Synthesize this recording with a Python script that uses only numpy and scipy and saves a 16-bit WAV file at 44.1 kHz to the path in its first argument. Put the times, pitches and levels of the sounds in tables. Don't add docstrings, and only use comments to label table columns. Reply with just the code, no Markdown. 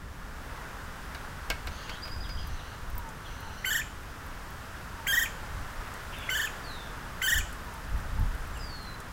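import sys
import numpy as np
from scipy import signal
from scipy.fft import rfft, irfft, next_fast_len
from scipy.io import wavfile
from scipy.ndimage import uniform_filter1d, map_coordinates

SR = 44100
rng = np.random.default_rng(int(sys.argv[2]) if len(sys.argv) > 2 else 0)


def log_audio(samples):
    frames = np.atleast_2d(samples).T
    limited = np.clip(frames, -1, 1)
    pcm = np.round(limited * 32767).astype(np.int16)
    wavfile.write(sys.argv[1], SR, pcm)


N = 402191
LEAD_S = 0.008


def amp(db):
    return 10 ** (np.asarray(db) / 20)


def unit(x):
    return x / np.sqrt(np.mean(x ** 2) + 1e-20)


def along(points, hz):
    freqs, values = np.transpose(points)
    return np.interp(np.log(hz + 1), np.log(freqs + 1), values)


def wobble(rate, size):
    knots = rng.standard_normal(int(size * rate / SR) + 4)
    return map_coordinates(knots, [np.arange(size) * rate / SR])


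def ramp(u):
    return np.sin(np.pi / 2 * np.clip(u, 0, 1)) ** 2


def filtered(x, response):
    size = next_fast_len(len(x) + 8192)
    return irfft(rfft(x, size) * response(np.fft.rfftfreq(size, 1 / SR)), size)[:len(x)]


def resonate(x, modes):
    def response(f):
        return sum((-1) ** k * amp(db) * 1j * f * width / (hz * hz - f * f + 1j * f * width)
                   for k, (hz, width, db) in enumerate(modes))
    return filtered(x, response)


def noise(spectrum, size):
    return unit(filtered(rng.standard_normal(size), lambda hz: amp(along(spectrum, hz))))


def add(track, start, x):
    i = max(round(start * SR), 0)
    track[i:i + len(x)] += x[:len(track[i:])]


def breeze(rush_db=4, hiss_db=-5, rumble_db=-45):
    # time in seconds, level in dB.
    strength = [(0.0, -54.5), (0.12, -52.5), (0.53, -49), (1.19, -48.5), (2.51, -50.5), (3.91, -50),
                (5.28, -48), (6.48, -46.5), (6.81, -48), (8.48, -48.5), (9.12, -50)]
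    # frequency in Hz, relative density in dB.
    rush_spectrum = [(150, -20), (250, 0), (333, -7), (449, -2), (554, -2.5), (632, -2), (754, -2.5),
                     (842, -0.5), (1060, 1), (1450, 2), (1730, -0.5), (2430, -11), (3500, -20), (4550, -23),
                     (7700, -120)]
    hiss_spectrum = [(1470, -56), (2500, -1), (3620, -2), (4290, -6), (4780, -3), (9570, -9.5),
                     (14100, -11.5), (15800, -13)]
    rumble_spectrum = [(8.8, -36), (15, 2.5), (28, -3.5), (54, -3.5), (119, -8.5), (183, -11), (210, -15.5),
                       (400, -23), (520, -46), (880, -120)]
    breeze_db = np.interp(np.arange(N) / SR, *np.transpose(strength))
    rush = amp(breeze_db + rush_db + 0.45 * wobble(7, N)) * noise(rush_spectrum, N)
    hiss = amp(breeze_db + hiss_db) * noise(hiss_spectrum, N)
    return rush + hiss + amp(rumble_db) * noise(rumble_spectrum, N)


def microphone_gusts(lull_db=-47, lull_swing_db=1.5, eddy_db=-39, eddy_growth=3.0):
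    # time of the peak in seconds, length in seconds, level in dB.
    gusts = [(1.528, 0.052, -35), (1.68, .08, -35.5), (2.183, 0.16, -34), (2.39, 0.11, -33),
             (2.52, .08, -33.5), (2.95, 0.14, -36), (5.573, 0.11, -35), (5.797, 0.042, -35.5),
             (7.392, 0.06, -27), (7.959, .07, -29), (8.214, 0.11, -25), (8.3, 0.6, -36)]
    # frequency in Hz, relative density in dB.
    buffet_spectrum = [(10, -5), (25, 0), (55, -1), (90, -8), (160, -22.5), (300, -35.5), (700, -80)]
    eddy_spectrum = [(40, -26), (80, -1), (140, -4), (250, -7), (600, -61)]
    t = np.arange(N) / SR
    gust_power = sum(amp(db) ** 2 * np.exp(-(2 * (t - peak) / length) ** 2) for peak, length, db in gusts)
    lull_power = amp(lull_db + lull_swing_db * wobble(5.7, N)) ** 2
    wind_db = 10 * np.log10(gust_power + lull_power)
    eddies = amp(eddy_db + eddy_growth * (wind_db - wind_db.max())) * noise(eddy_spectrum, N)
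    return amp(wind_db) * noise(buffet_spectrum, N) + eddies


def pecks(crack_db=-6, crack_t60=0.071, snap_db=-8, snap_t60=0.0091, ring_db=-10, bloom_s=0.0027):
    # start in seconds, level in dB, gain of the knock after the snap in dB.
    blows = [(1.1469, -30, -0.5), (1.501, -11.5, -5.5), (1.6706, -25, -1), (1.8931, -33.5, 6.5),
             (2.0519, -41, 6), (2.076, -34.5, 1.5), (2.2907, -32.5, 0.5)]
    # frequency in Hz, relative level in dB, seconds to fall by 60 dB.
    wood_modes = [(328, -15, 0.084), (490, -8, 0.052), (700, -4, 0.051), (1590, -0.5, 0.12),
                  (2210, -3.5, 0.15), (2800, -22, 0.043), (3500, -19, 0.044), (4506, -6, 0.035)]
    # frequency in Hz, relative density in dB.
    crack_spectrum = [(120, -41), (200, -11.5), (599, -4), (1060, -7.5), (1550, -2.5), (1900, -9.5),
                      (2150, -1), (2800, -8), (3400, -11.5), (4640, -9), (10000, -35), (15800, -28)]
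    out, t = np.zeros(N), np.arange(SR // 4) / SR
    hardest_db = max(db for _, db, _ in blows)
    for start, db, knock_db in blows:
        wood_db = ring_db + 0.71 * (db - hardest_db)
        ring = sum(amp(mode_db - 60 * t / t60) * np.sin(2 * np.pi * (hz * t + rng.random()))
                   for hz, mode_db, t60 in wood_modes)
        crack = amp(crack_db - 60 * t / crack_t60) * noise(crack_spectrum, len(t))
        snap = amp(snap_db - 60 * t / snap_t60) * ramp(t / 0.00072) * rng.standard_normal(len(t))
        knock = amp(knock_db) * ramp(t / bloom_s) * (crack + amp(wood_db) * ring)
        add(out, start, amp(db) * (snap + knock))
    return out


def bird_note(hz, db, hoarse_hz, flutter_db=2.0, attack=0.11, release=0.36):
    u = np.linspace(0, 1, len(hz))
    swell = ramp(u / attack) * ramp((1 - u) / release) * amp(db + flutter_db * wobble(51.6, len(u)))
    pitch = hz + hoarse_hz * wobble(700, len(u))
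    return swell * np.sin(2 * np.pi * np.cumsum(pitch) / SR)


def wheezes():
    # start and length in seconds, pitch ratio, rise in Hz a second, level in dB,
    # hoarseness in Hz.
    cries = [(1.69, 0.32, 1.08, 1500, -54.5, 380), (2.347, 0.53, 1, -4, -59.5, 250),
             (3.2, 0.68, .99, 0, -58.5, 190)]
    # frequency in Hz at ratio 1, relative level in dB.
    partials = [(2950, 0), (4180, 0), (6000, -3.5)]
    out = np.zeros(N)
    for start, length, ratio, rise, db, hoarse_hz in cries:
        t = np.arange(int(length * SR)) / SR
        for hz, partial_db in partials:
            add(out, start, bird_note(ratio * hz + rise * (t - length / 2), db + partial_db, hoarse_hz))
    return out


def whistles(time_constants=2.5, fade_db=4):
    # start and length in seconds, first and last pitch in Hz, level in dB, hoarseness in Hz.
    notes = [(1.83, .08, 3190, 2890, -52, 220), (1.907, 0.084, 2860, 3470, -47.5, 164),
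             (1.952, 0.052, 3660, 3940, -48.5, 50), (2.235, .04, 3940, 3220, -50, 170),
             (2.367, 0.06, 3090, 3280, -51.5, 130), (2.59, .035, 4100, 3300, -53, 150),
             (3.247, .04, 3860, 3100, -51.5, 66), (5.423, .14, 7400, 7900, -67, 70),
             (6.115, 0.23, 3020, 2400, -47, 330), (6.15, 0.2, 3700, 3290, -50, 90),
             (6.626, 0.28, 4930, 3390, -48.5, 50), (8.524, 0.18, 7270, 7700, -60, 99),
             (8.553, .05, 3130, 2580, -50.5, 30), (8.575, 0.44, 5280, 3940, -48.5, 5)]
    out = np.zeros(N)
    for start, length, first_hz, last_hz, db, hoarse_hz in notes:
        u = np.linspace(0, 1, int(length * SR))
        glide = np.expm1(-time_constants * u) / np.expm1(-time_constants)
        pitch = first_hz + (last_hz - first_hz) * glide
        add(out, start, bird_note(pitch, db + fade_db * (0.5 - u), hoarse_hz))
    return out


def twitter(start=2.019, count=5, step_s=0.0915, note_s=0.04, hz=4980, arch_hz=260, lean_hz=200):
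    out, u = np.zeros(N), np.linspace(-1, 1, int(note_s * SR))
    for after, lean in zip(step_s * np.arange(count), np.linspace(1, -1, count)):
        pitch = hz - arch_hz * u ** 2 + lean_hz * (lean * u - abs(lean) / 4)
        db = -42.5 - 5 * after
        add(out, start + after, bird_note(pitch, db, hoarse_hz=35))
        add(out, start + after + note_s, bird_note(pitch, db - 9, hoarse_hz=35))
    return out


def bark_ticks(t60=0.035, width_hz=3000, patter_count=14, patter_db=-51):
    # start in seconds, level in dB, resonance in Hz.
    ticks = [(2.472, -44, 13500), (2.900, -47, 12000), (2.952, -47, 14000), (2.980, -34.5, 14600),
             (3.090, -47, 7200), (3.405, -48, 13000), (4.265, -51, 12400), (4.505, -50, 14000),
             (5.939, -45, 7400), (6.185, -47, 11000), (7.528, -44.5, 8950), (9.002, -44.5, 7970)]
    patter = rng.uniform((7.6, patter_db - 4, 6000), (9.1, patter_db + 4, 14000), (patter_count, 3))
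    out, t = np.zeros(N), np.arange(SR // 16) / SR
    for start, db, hz in [*ticks, *patter]:
        flake = unit(resonate(rng.standard_normal(len(t)), [(hz, width_hz, 0)]))
        add(out, start, amp(db - 60 * t / t60) * flake)
    return out


def hoots(sag_hz_per_s=710):
    # start and length in seconds, first pitch in Hz, level in dB.
    notes = [(2.942, .21, 995, -48.5), (3.417, .14, 935, -48), (4.938, .14, 965, -50.5),
             (5.37, .155, 905, -51), (7.622, .24, 1010, -52), (8.17, .091, 905, -49.5)]
    out = np.zeros(N)
    for start, length, hz, db in notes:
        t = np.arange(int(length * SR)) / SR
        add(out, start, bird_note(hz - sag_hz_per_s * t, db, hoarse_hz=10))
    return out


def squeak(hz, db, glide, span_s, roughness=0.081):
    t = np.arange(-(SR // 50), SR // 50) / SR
    pitch = hz * (1 + glide * np.tanh(t / span_s)) * (1 + roughness * wobble(1446, len(t)))
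    return amp(db) * np.exp(-np.abs(t) / span_s) * np.sin(2 * np.pi * np.cumsum(pitch) / SR)


def warble(t, depth, base_hz=1480.7, scoop_hz=423.4, scoop_s=0.00342, swing_s=0.0418):
    swings_hz = [96.7, 333, 409, 341, 150]
    turn = np.maximum(t - 0.0045, 0) / swing_s
    height = depth * np.take(swings_hz, turn.astype(int), mode="clip")
    sharpness = np.where(turn < 1, 0.5, 1.6)
    lift = height * np.abs(np.sin(np.pi * turn)) ** sharpness
    scoop = scoop_hz * np.exp(-np.maximum(t, 0) / scoop_s)
    return base_hz + lift - scoop


def effort(t, length, rise_s=0.022, hold_s=0.036, ebb_db_per_s=30, push_s=0.1084, release_s=0.01):
    ebb_db = ebb_db_per_s * np.maximum(t - hold_s, 0)
    push_db = np.exp(-((t - push_s) / 0.0069) ** 2)
    return amp(push_db - ebb_db) * ramp((t + LEAD_S) / rise_s) * ramp((length - t) / release_s)


def syrinx(ratio, depth, length, harmonics=12, rasp_db=-20, flutter_db=3.5, harsh_db=4):
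    t = np.arange(SR // 4) / SR - LEAD_S
    k = np.arange(1, harmonics + 1)[:, None]
    hz = ratio * uniform_filter1d(warble(t, depth), size=150)
    falling = ramp(-np.gradient(hz) * SR / 25000)
    jitter = 0.005 + 0.014 * ramp((t - 0.035) / 0.04)
    hz = hz * (1 + jitter * wobble(1200, len(t)))
    flutter = np.array([wobble(183, len(t)) for _ in k])
    weight = amp(ramp((k - 1) / 3) * (flutter_db * flutter + harsh_db * falling)) * (k * hz < SR / 2)
    buzz = np.sqrt(2) * np.sum(weight * np.sin(2 * np.pi * k * np.cumsum(hz) / SR), axis=0)
    rasp_spectrum = [(1500, -5), (5000, 1), (7000, 18), (9000, -10), (14000, -18)]
    rasp = amp(rasp_db) * np.sqrt(harmonics) * noise(rasp_spectrum, len(t))
    return effort(t, length) * (buzz + rasp * ramp(t / 0.033))


def calls(bill_width_hz=1100, bill_db=-41, top_hz=14700, top_width_hz=800, break_s=0.009):
    # onset in seconds, pitch ratio, warble depth, length in seconds,
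    # gain in dB, treble tilt in dB, bill resonance in Hz, top resonance in dB, closing squeak in dB.
    cries = [(3.649, 0.97, 1.08, 0.17, -2, 2, 12000, -50, -30.5),
             (5.071, 1.036, 0.93, 0.19, -0.5, 4, 11800, -41, -27),
             (6.294, 0.97, 1.0, 0.181, -1.5, -1, 11400, -46, -30.5),
             (7.22, 0.985, 1.09, 0.19, 0.5, 3, 11300, -44, -31.5)]
    # centre in Hz, width in Hz, gain in dB.
    throat = [(1934, 198, -19), (3254, 560, -33.5), (4570, 250, -38), (5500, 740, -42), (7260, 1970, -39.5)]
    hollows = [(2460, 370, -2), (4806, 350, -12.5), (6070, 130, -8.5), (8670, 930, -14),
               (10260, 780, -12.5), (14200, 200, -9)]

    def hollows_db(f):
        return sum(db * np.exp(-((f - hz) / width) ** 2) for hz, width, db in hollows)

    out = np.zeros(N)
    for start, ratio, depth, length, db, tilt_db, bill_hz, top_db, shut_db in cries:
        tract = [*throat, (bill_hz, bill_width_hz, bill_db), (top_hz, top_width_hz, top_db)]
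        voice = resonate(syrinx(ratio, depth, length - break_s), tract)
        voice = filtered(voice, lambda f: amp(hollows_db(f) + along([(2500, 0), (12000, tilt_db)], f)))
        add(out, start - LEAD_S, amp(db) * voice)
        opening = squeak(hz=2050, db=-21, glide=0.06, span_s=0.0026)
        closing = squeak(hz=2430, db=shut_db, glide=-0.06, span_s=0.0042)
        for peak, sound in (start, opening), (start + length, closing):
            add(out, peak - len(sound) / SR / 2, sound)
    return out


def branches(x, latest_s=0.025, count=12):
    echoes = np.zeros(SR // 4)
    for delay, gain in zip(rng.uniform(0.0024, latest_s, count), rng.standard_normal(count)):
        echoes[int(delay * SR)] += gain
    return signal.fftconvolve(x, echoes / np.linalg.norm(echoes))[:N]


def grove(x):
    # frequency in Hz, seconds to fall by 60 dB.
    decay_times = [(300, 0.27), (1800, 0.33), (3000, 0.51), (6800, 0.34), (10000, 0.36), (15000, 0.046)]
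    hz, t, spectra = signal.stft(rng.standard_normal(SR // 2), SR, nperseg=256)
    decay = amp(-60 * t / along(decay_times, hz)[:, None])
    _, tail = signal.istft(spectra * decay, SR, nperseg=256)
    return signal.fftconvolve(x, tail / np.linalg.norm(tail))[:N]


def scene():
    # frequency in Hz, gain in dB.
    scatter = [(1800, -13), (3200, -13), (5000, -9.5), (6800, -4.5), (9000, -8.5), (15000, -9.5)]
    voice = calls()
    bark = pecks() + bark_ticks()
    far_birds = wheezes() + whistles() + twitter() + hoots()
    voice_echo = amp(-13) * branches(voice) + filtered(grove(voice), lambda hz: amp(along(scatter, hz)))
    woodpecker = voice + voice_echo + bark + amp(-14) * grove(bark)
    songs = far_birds + amp(-5.5) * grove(far_birds)
    return (woodpecker + songs + breeze() + microphone_gusts())[None]


def record(dry, top_hz=15850):
    return np.array([filtered(channel, lambda hz: hz < top_hz) for channel in dry])


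dry = scene()
out = record(dry)
log_audio(out)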